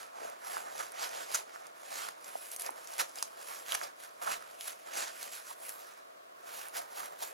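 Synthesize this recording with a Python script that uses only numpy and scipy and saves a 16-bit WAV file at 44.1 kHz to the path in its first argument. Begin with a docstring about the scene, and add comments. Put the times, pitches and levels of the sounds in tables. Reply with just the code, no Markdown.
"""In a small, bare room, a pair of leather gloves is rubbed, flexed and turned over.
Sliding friction hisses in fine grains and sounds the hollow gloves, while small wrinkles tick.
Fingers pat out pockets of air, stick-slip makes short scuffs, and creases snap as they buckle.
The walls reflect it all over a steady background rush. A camera with two close microphone
ports listens and widens their difference in the midrange."""
import sys
import numpy as np
from scipy import signal
from scipy.fft import rfft, irfft, next_fast_len
from scipy.io import wavfile
from scipy.ndimage import uniform_filter1d, map_coordinates

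SR = 44100
rng = np.random.default_rng(int(sys.argv[2]) if len(sys.argv) > 2 else 0)


def store_pcm(level_fs):
    """Save levels as 16-bit WAV."""
    pcm = np.round(np.clip(level_fs, -1, 1) * 32767).astype(np.int16)
    wavfile.write(sys.argv[1], SR, np.atleast_2d(pcm).T)


N = 323253
T = np.arange(N) / SR


def amp(db):
    """Amplitude ratio of a level in decibels."""
    return 10 ** (np.asarray(db) / 20)


def unit(x):
    """Normalisation to rms 1."""
    return x / np.sqrt(np.mean(x ** 2) + 1e-20)


def along(points, hz):
    """Interpolation of (f/Hz, value) points on a logarithmic frequency axis."""
    f, v = np.transpose(points)
    return np.interp(np.log(hz + 1), np.log(f + 1), v)


def wobble(rate):
    """Smooth random modulation: a spline through rate knots a second."""
    return map_coordinates(rng.standard_normal(int(N * rate / SR) + 4), [T * rate])


def filtered(x, response):
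    """Linear filtering: the spectrum of x times a frequency response."""
    m = next_fast_len(N + SR // 2)
    return irfft(rfft(x, m) * response(np.fft.rfftfreq(m, 1 / SR)), m)[..., :N]


def coloured(x, spectrum, size=4096):
    """Minimum-phase filtering at unit energy, so only the spectrum's relative levels count."""
    cepstrum = irfft(np.log(amp(along(spectrum, np.fft.rfftfreq(size, 1 / SR)))))
    cepstrum[1:size // 2] *= 2
    cepstrum[size // 2 + 1:] = 0
    response = irfft(np.exp(rfft(cepstrum)))
    return signal.fftconvolve(x, response / np.linalg.norm(response))[:N]


def resonance(x, hz, q):
    """Forced response of one damped oscillator."""
    return signal.lfilter(*signal.iirpeak(min(hz, SR / 3), max(q, 1), SR), x)


def add(track, s, x):
    """Superposition of x on the track from time s on."""
    part = track[max(round(s * SR), 0):][:len(x)]
    part += x[:len(part)]


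def slips(rate, spread_db, size=N):
    """Shot noise of rms 1: rate tiny slips a second, a few much larger than the rest."""
    occurs = rng.random(size) < rate / SR
    strength = amp(spread_db * np.clip(rng.standard_normal(size), -2.5, 2.5))
    direction = np.sign(rng.standard_normal(size))
    return unit(occurs * direction * strength)


# Brushes and drags of glove on glove: fastest moment t/s, friction level/dB, rise/s, fall/s,
# hollow (palms and cuffs) offset/dB, hiss (smooth, light contact) offset/dB
STROKES = [(-0.021, -49.5, 0.05, 0.08, -2.5, -5.5), (0.24, -50.5, 0.074, 0.1, 3, -7.5),
           (0.54, -46, 0.095, 0.087, 0.5, -3), (0.675, -55.5, 0.05, 0.068, 6, -6),
           (0.808, -45.5, 0.078, 0.07, 0, -6), (1.029, -39, 0.045, 0.046, -1.5, -9.5),
           (1.198, -48.5, 0.25, 0.16, -0.5, -7), (1.354, -39.5, 0.045, 0.042, -2.0, -3.5),
           (1.55, -57.5, 0.093, 0.13, -0.5, -6.5), (2.021, -43, 0.15, 0.07, -2, -6),
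           (2.293, -55.5, 0.088, 0.094, 0, -1), (2.465, -52.5, 0.14, 0.055, -6, 1.5),
           (2.651, -48.5, 0.036, 0.061, 1.5, -2), (2.775, -57.5, 0.028, 0.093, 2.5, -2),
           (2.963, -51.5, 0.13, 0.15, -4.5, -3), (2.999, -34.5, 0.012, 0.032, 0, -11),
           (3.179, -49, 0.039, 0.088, -2, -2.5), (3.528, -48.5, 0.14, 0.098, -2.5, -2.5),
           (3.716, -41, 0.048, 0.069, -1.5, -4.5), (3.837, -46.5, 0.045, 0.044, -1, -5.5),
           (4.045, -53.5, 0.063, 0.034, -3, -1.5), (4.219, -49, 0.0049, 0.16, 1, -3),
           (4.319, -42.5, 0.037, 0.042, -0.5, -6), (4.507, -61, 0.6, 0.983, -3.5, -5),
           (4.625, -50.5, 0.032, 0.028, -4, 0.5), (4.686, -47.5, 0.047, 0.056, -5.5, -1.5),
           (5.005, -37.0, 0.075, 0.066, -0.5, -8), (5.24, -47.5, 0.13, 0.063, -6, -4),
           (5.343, -45, 0.037, 0.053, -5.5, -2), (5.532, -51, 0.11, 0.012, -5.5, -1.5),
           (5.673, -54, 0.087, 0.15, -2.5, 1), (5.906, -57, 0.15, 0.1, -2.5, -7.5),
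           (6.571, -48.5, 0.1, 0.12, -1, -3.5), (6.772, -45, 0.034, 0.056, 0.5, -4.5),
           (7.0, -48.5, 0.083, 0.11, 0.5, -4), (7.238, -45, 0.045, 0.058, -1, -3.0)]


def stroking(resting_db=-80, drop_db=10, roundness=1.45):
    """Incoherent addition: the strokes sum in power, and the strongest contact sets the colour."""
    power = np.full(N, amp(resting_db) ** 2)
    hollow, hiss = np.zeros(N), np.zeros(N)
    for s, db, rise, fall, hollow_db, hiss_db in STROKES:
        from_peak = np.abs((T - s) / np.where(T < s, rise, fall))
        near = from_peak < 5
        stroke = amp(db - drop_db * from_peak[near] ** roundness) ** 2  # roundness 1: pointed, 2: bell
        power[near] += stroke
        hollow[near] += stroke * hollow_db
        hiss[near] += stroke * hiss_db
    return 10 * np.log10(power), hollow / power, hiss / power


# Spectra of the hollow glove, the sliding surface and the fine hiss: f/Hz, relative level/dB
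BODY_SPECTRUM = [(30, -39), (70, -41.5), (150, -21.5), (300, -14), (550, -1), (850, -3), (1350, 0.5),
                 (1750, -3), (2500, -10.5), (5000, -73)]
SURFACE_SPECTRUM = [(600, -42), (1400, -1), (2100, 2), (3300, 1), (4200, 1), (5200, 1), (6700, 1.5),
                    (8200, -4.5), (10000, -11.5), (16000, -22.5)]
HISS_SPECTRUM = [(4000, -48.5), (7500, 0), (9000, -2.5), (10300, 6.5), (11800, 3), (13200, -7),
                 (15800, -13)]
# Envelope of the highest treble: t/s, level/dB re hiss
SHEEN_ENVELOPE = [(5.4, -18), (5.65, -3)]


def rubbing(friction_db, hollow_db, hiss_db):
    """Sliding friction: slips of the leather's grain hiss at the surface and excite the hollow glove."""
    unsteady = amp(1.2 * wobble(40) + 1.3 * wobble(220))  # the hand never slides evenly
    grain = slips(rate=1800, spread_db=7.5)

    def drive(coarse):
        """Friction force: grain slips, weighted by coarse, in white noise."""
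        return unsteady * unit(coarse * grain + rng.standard_normal(N))

    body_db = 0.59 * friction_db - 24.0 + hollow_db  # grows more slowly, so fast strokes are brighter
    sheen_db = friction_db + hiss_db + np.interp(T, *np.transpose(SHEEN_ENVELOPE))
    body = coloured(drive(coarse=0.39) * amp(body_db), BODY_SPECTRUM)
    surface = coloured(drive(coarse=0.56) * amp(friction_db - 2.0), SURFACE_SPECTRUM)
    hiss = coloured(drive(coarse=0.85) * amp(friction_db + hiss_db), HISS_SPECTRUM)
    sheen = coloured(drive(coarse=0.76) * amp(sheen_db), [(8000, -29), (11700, 1), (15500, -6)])
    return body + surface + hiss + sheen


def folds(x, depth_db):
    """Time-varying filtering: the changing folds and cups of the gloves favour and shade random bands."""
    spectra = signal.stft(x, nperseg=512)[2]
    field = rng.standard_normal(spectra.shape)
    for axis in (0, 1, 0, 1):  # smooth twice over frequency and time
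        field = uniform_filter1d(field, size=7, axis=axis)
    return signal.istft(spectra * amp(depth_db * unit(field)), nperseg=512)[1][:N]


# Spectrum of the background rush: f/Hz, relative level/dB
AIR_SPECTRUM = [(25, -49), (60, -28), (120, -27), (157, -17.5), (190, -19.5), (330, -10), (520, -6),
                (680, -3), (830, -20), (1100, -6), (2000, -17), (15500, -28.5)]
# Its difference between the ports: f/Hz, level/dB re sum
AIR_WIDTH = [(100, -10), (380, -1.5), (700, 11.5), (3000, 4.5), (15000, -3.5)]


def room_air():
    """Stationary noise: a steady rush, uncorrelated between the sum and difference of the ports."""
    mid, side = (amp(-62.5) * coloured(rng.standard_normal(N), AIR_SPECTRUM) for _ in range(2))
    return mid, filtered(side, lambda hz: amp(along(AIR_WIDTH, hz)))


# Reverberation time of the room: f/Hz, T60/s
ROOM_T60 = [(150, 0.9), (1000, 0.29), (4000, 0.2), (14000, 0.2)]


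def room(x, size=16384, count=24, onset_s=0.00072):
    """Reverberation: bare walls answer within milliseconds, and the treble is absorbed first."""
    hz, t, spectra = signal.stft(rng.standard_normal((count, size)), SR, nperseg=256)
    decay = amp(-60 * t / along(ROOM_T60, hz)[:, None])
    tails = signal.istft(spectra * decay, SR, nperseg=256)[1]
    tails *= 1 - np.exp(-(np.arange(tails.shape[1]) / SR / onset_s) ** 2)
    echo = np.zeros(N)
    # each span has its own tail: the echoes change as the hands move
    for span, tail in zip(np.array_split(np.arange(N), count), tails):
        add(echo, span[0] / SR, signal.fftconvolve(x[span], tail / np.linalg.norm(tail)))
    return echo


# Spectrum of yielding wrinkles and creases: f/Hz, relative level/dB
CREASE_SPECTRUM = [(100, -28), (600, -10), (1500, 0.5), (3500, -2.5), (6500, 5.5), (8700, -3), (10800, 8.5),
                   (13500, -4), (16000, -14)]


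def crinkling(friction_db, count=150, size=512, t60_s=0.0036):
    """Strain release: small wrinkles give way as the leather moves, each with its own pitch and size."""
    track, t = np.zeros(N), np.arange(size) / SR
    for time_draw, size_draw, pitch_draw in rng.random((count, 3)):
        start = int(time_draw * N)
        release = rng.standard_normal(size) * amp(-60 * t / t60_s)
        tick = resonance(release, hz=2500 * 5 ** pitch_draw, q=1.7)
        strain_db = min(friction_db[start], -50)  # a wrinkle stores only so much strain
        tick_db = strain_db + 6.5 + 9 * size_draw ** 2
        add(track, start / SR, amp(tick_db) * tick / np.abs(tick).max())
    return coloured(track, CREASE_SPECTRUM)


# Finger pats on padded leather: t/s, level/dB, air pocket's final f/Hz
PATS = [(0.218, -42.5, 420), (0.25, -42, 520), (0.5686, -27.5, 1230), (1.5593, -36.5, 1400),
        (2.3548, -35.5, 640), (2.6915, -33, 890), (2.706, -48, 300), (3.226, -32.5, 970),
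        (3.8138, -28.5, 1530)]


def patting(size=1024, swell_cycles=0.86, sag=0.24, lowest_hz=280):
    """Cavity resonance: a soft contact squeezes a pocket of air into a short, dull pop of falling pitch."""
    track, t = np.zeros(N), np.arange(size) / SR
    for s, db, hz in PATS:
        age = t * hz / swell_cycles
        envelope = (age * np.exp(1 - age)) ** 2  # peaks at age 1
        phase = 2 * np.pi * np.cumsum(hz * (1 + sag * np.exp(-age))) / SR
        pop = np.sin(phase) + 0.27 * np.sin(0.43 * phase)  # the padding thuds below the air
        add(track, s, amp(db) * envelope * pop)
    # a glove is too small to radiate bass
    return signal.sosfilt(signal.butter(2, lowest_hz, "highpass", fs=SR, output="sos"), track)


# Grips and judders: centre t/s, relative level/dB, half-width/s, squeak f/Hz, squeak level/dB re burst
SCUFFS = [(0.804, -50.5, 0.013, 1400, 8), (1.35, -44.5, 0.011, 1470, 7), (1.351, -36.5, 0.008, 6480, 8.5),
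          (2.088, -41, 0.003, 1430, -0.5), (2.535, -47, 0.022, 10800, -1), (2.611, -45, 0.022, 10200, -4),
          (2.997, -34.5, 0.0085, 1610, -11), (3.01, -34.5, 0.0084, 1370, -4.5),
          (3.751, -30.5, 0.0044, 1630, -9), (3.837, -47, 0.0061, 5060, 3.5), (4.287, -47, 0.027, 1290, 8),
          (4.329, -45, 0.018, 2550, 1.5), (4.678, -40, 0.0062, 10000, -4), (4.98, -39, 0.0096, 1600, -13),
          (5.509, -50, 0.0073, 1010, -1), (6.782, -41, 0.015, 700, -11), (7.229, -42, 0.008, 900, -7.5)]
# Spectrum of their rasp: f/Hz, relative level/dB
RASP_SPECTRUM = [(60, -46), (250, -22), (600, -0.5), (1500, 0), (3200, 0.5), (6500, 1.5), (8800, -3.5),
                 (11000, 5.5), (13500, -11), (16000, -22)]


def scuffing(size=8192):
    """Stick-slip: where the leather grips, a burst of slips swells and makes a taut patch squeak."""
    rasp, squeak = np.zeros(N), np.zeros(N)
    t = (np.arange(size) - size / 2) / SR
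    for s, db, half_width, hz, squeak_db in SCUFFS:
        envelope = amp(db - 1.5) * np.exp(-np.abs(t / half_width) ** 3)
        burst = envelope * slips(rate=10000, spread_db=2.0, size=size)
        ring = resonance(burst, hz, q=6.5)
        add(rasp, s + t[0], burst)
        add(squeak, s + t[0], amp(squeak_db) * np.std(burst) * unit(ring))
    return coloured(rasp, RASP_SPECTRUM) + squeak


# Snaps of creases and seams, stiff folds lower than fine ones: t/s, peak level/dB, f/Hz
SNAPS = [(0.92, -33, 11000), (1.6684, -36.5, 6800), (2.245, -34.5, 6900), (2.5165, -27, 10700),
         (2.563, -26, 10800), (2.5973, -24.5, 10600), (2.61, -24.5, 9600), (2.6208, -24, 9700),
         (2.6633, -27.5, 5260), (2.7058, -33, 10800), (2.873, -32.5, 6840), (2.9375, -32, 7800),
         (2.982, -27, 9000), (2.996, -22, 2190), (3.016, -22, 5100), (3.157, -32, 9000),
         (3.1863, -30, 5300), (3.2264, -16, 6500), (3.7061, -29, 3200), (3.7214, -19, 2970),
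         (3.7428, -22, 10800), (3.7502, -27, 6000), (4.6095, -27, 3630), (5.2293, -27, 5900),
         (5.6928, -25, 10200), (6.685, -34, 11300), (7.058, -31.5, 10700)]


def snapping(size=2048, fast_t60_s=0.0053, slow_t60_s=0.049):
    """Snap-through buckling: a crease flips with one dry, pitched crack, then the leather settles."""
    track, t = np.zeros(N), np.arange(size) / SR
    lowpass = signal.butter(4, 12500, fs=SR, output="sos")
    settling = amp(-60 * t / fast_t60_s) + amp(-17.0) * amp(-60 * t / slow_t60_s)
    for s, db, hz in SNAPS:
        flip = 2.65 * (t == 0) + settling * rng.standard_normal(size)
        ring = resonance(resonance(flip, hz, q=1), hz, q=1.4)
        broadband = amp(-9.5) * coloured(flip, CREASE_SPECTRUM)[:size]
        crack = signal.sosfilt(lowpass, ring + broadband)
        add(track, s, amp(db) * crack / np.abs(crack).max())
    return track


# Port difference for a source in front: f/Hz, level/dB re sum
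DIRECT_WIDTH = [(150, -35), (300, -16.5), (450, -0.5), (680, 15), (1000, 9.5), (1400, 3), (2400, -5.5),
                (3600, -14.5), (6000, -27), (10000, -8.5), (13500, 0)]
# Its phase: f/Hz, lead/rad
DIRECT_LEAD = [(250, 0.47), (430, 0.59), (700, 1.64), (1000, 2.64), (3000, 2.6), (9000, 4.82), (14000, 4.6)]
# Port difference for the echoes: f/Hz, relative level/dB
ECHO_WIDTH = [(150, -14), (350, 1.5), (700, 12), (1500, -4), (3000, 3.5), (6000, -0.5), (14000, 3)]


def port_difference(x):
    """Pressure gradient: direct sound and echoes differ between two close ports, widened in midrange."""
    direct = filtered(x, lambda hz: amp(along(DIRECT_WIDTH, hz)) * np.exp(1j * along(DIRECT_LEAD, hz)))
    # the point of contact jumps about between the hands, which the short waves show most
    wander = wobble(150) * filtered(x, lambda hz: 0.28j * hz / 10000)
    echoes = filtered(room(x), lambda hz: amp(along(ECHO_WIDTH, hz)))
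    return direct + wander + amp(-13) * echoes


def scene():
    """Mid-side stereophony: the ports' sum and difference of gloves and room make left and right."""
    friction_db, hollow_db, hiss_db = stroking()
    sliding = folds(rubbing(friction_db, hollow_db, hiss_db), depth_db=1.48)
    gloves = sliding + crinkling(friction_db) + patting() + scuffing() + snapping()
    air_mid, air_side = room_air()
    mid = gloves + amp(-12.0) * room(gloves) + air_mid
    side = port_difference(gloves) + air_side
    return np.array([mid + side, mid - side])


def record(dry):
    """Band limiting: the camera passes nothing above a steep cutoff."""
    cutoff_hz = 15950
    return filtered(dry, lambda hz: 1 / (1 + (hz / cutoff_hz) ** 200))


dry = scene()
out = record(dry)
store_pcm(out)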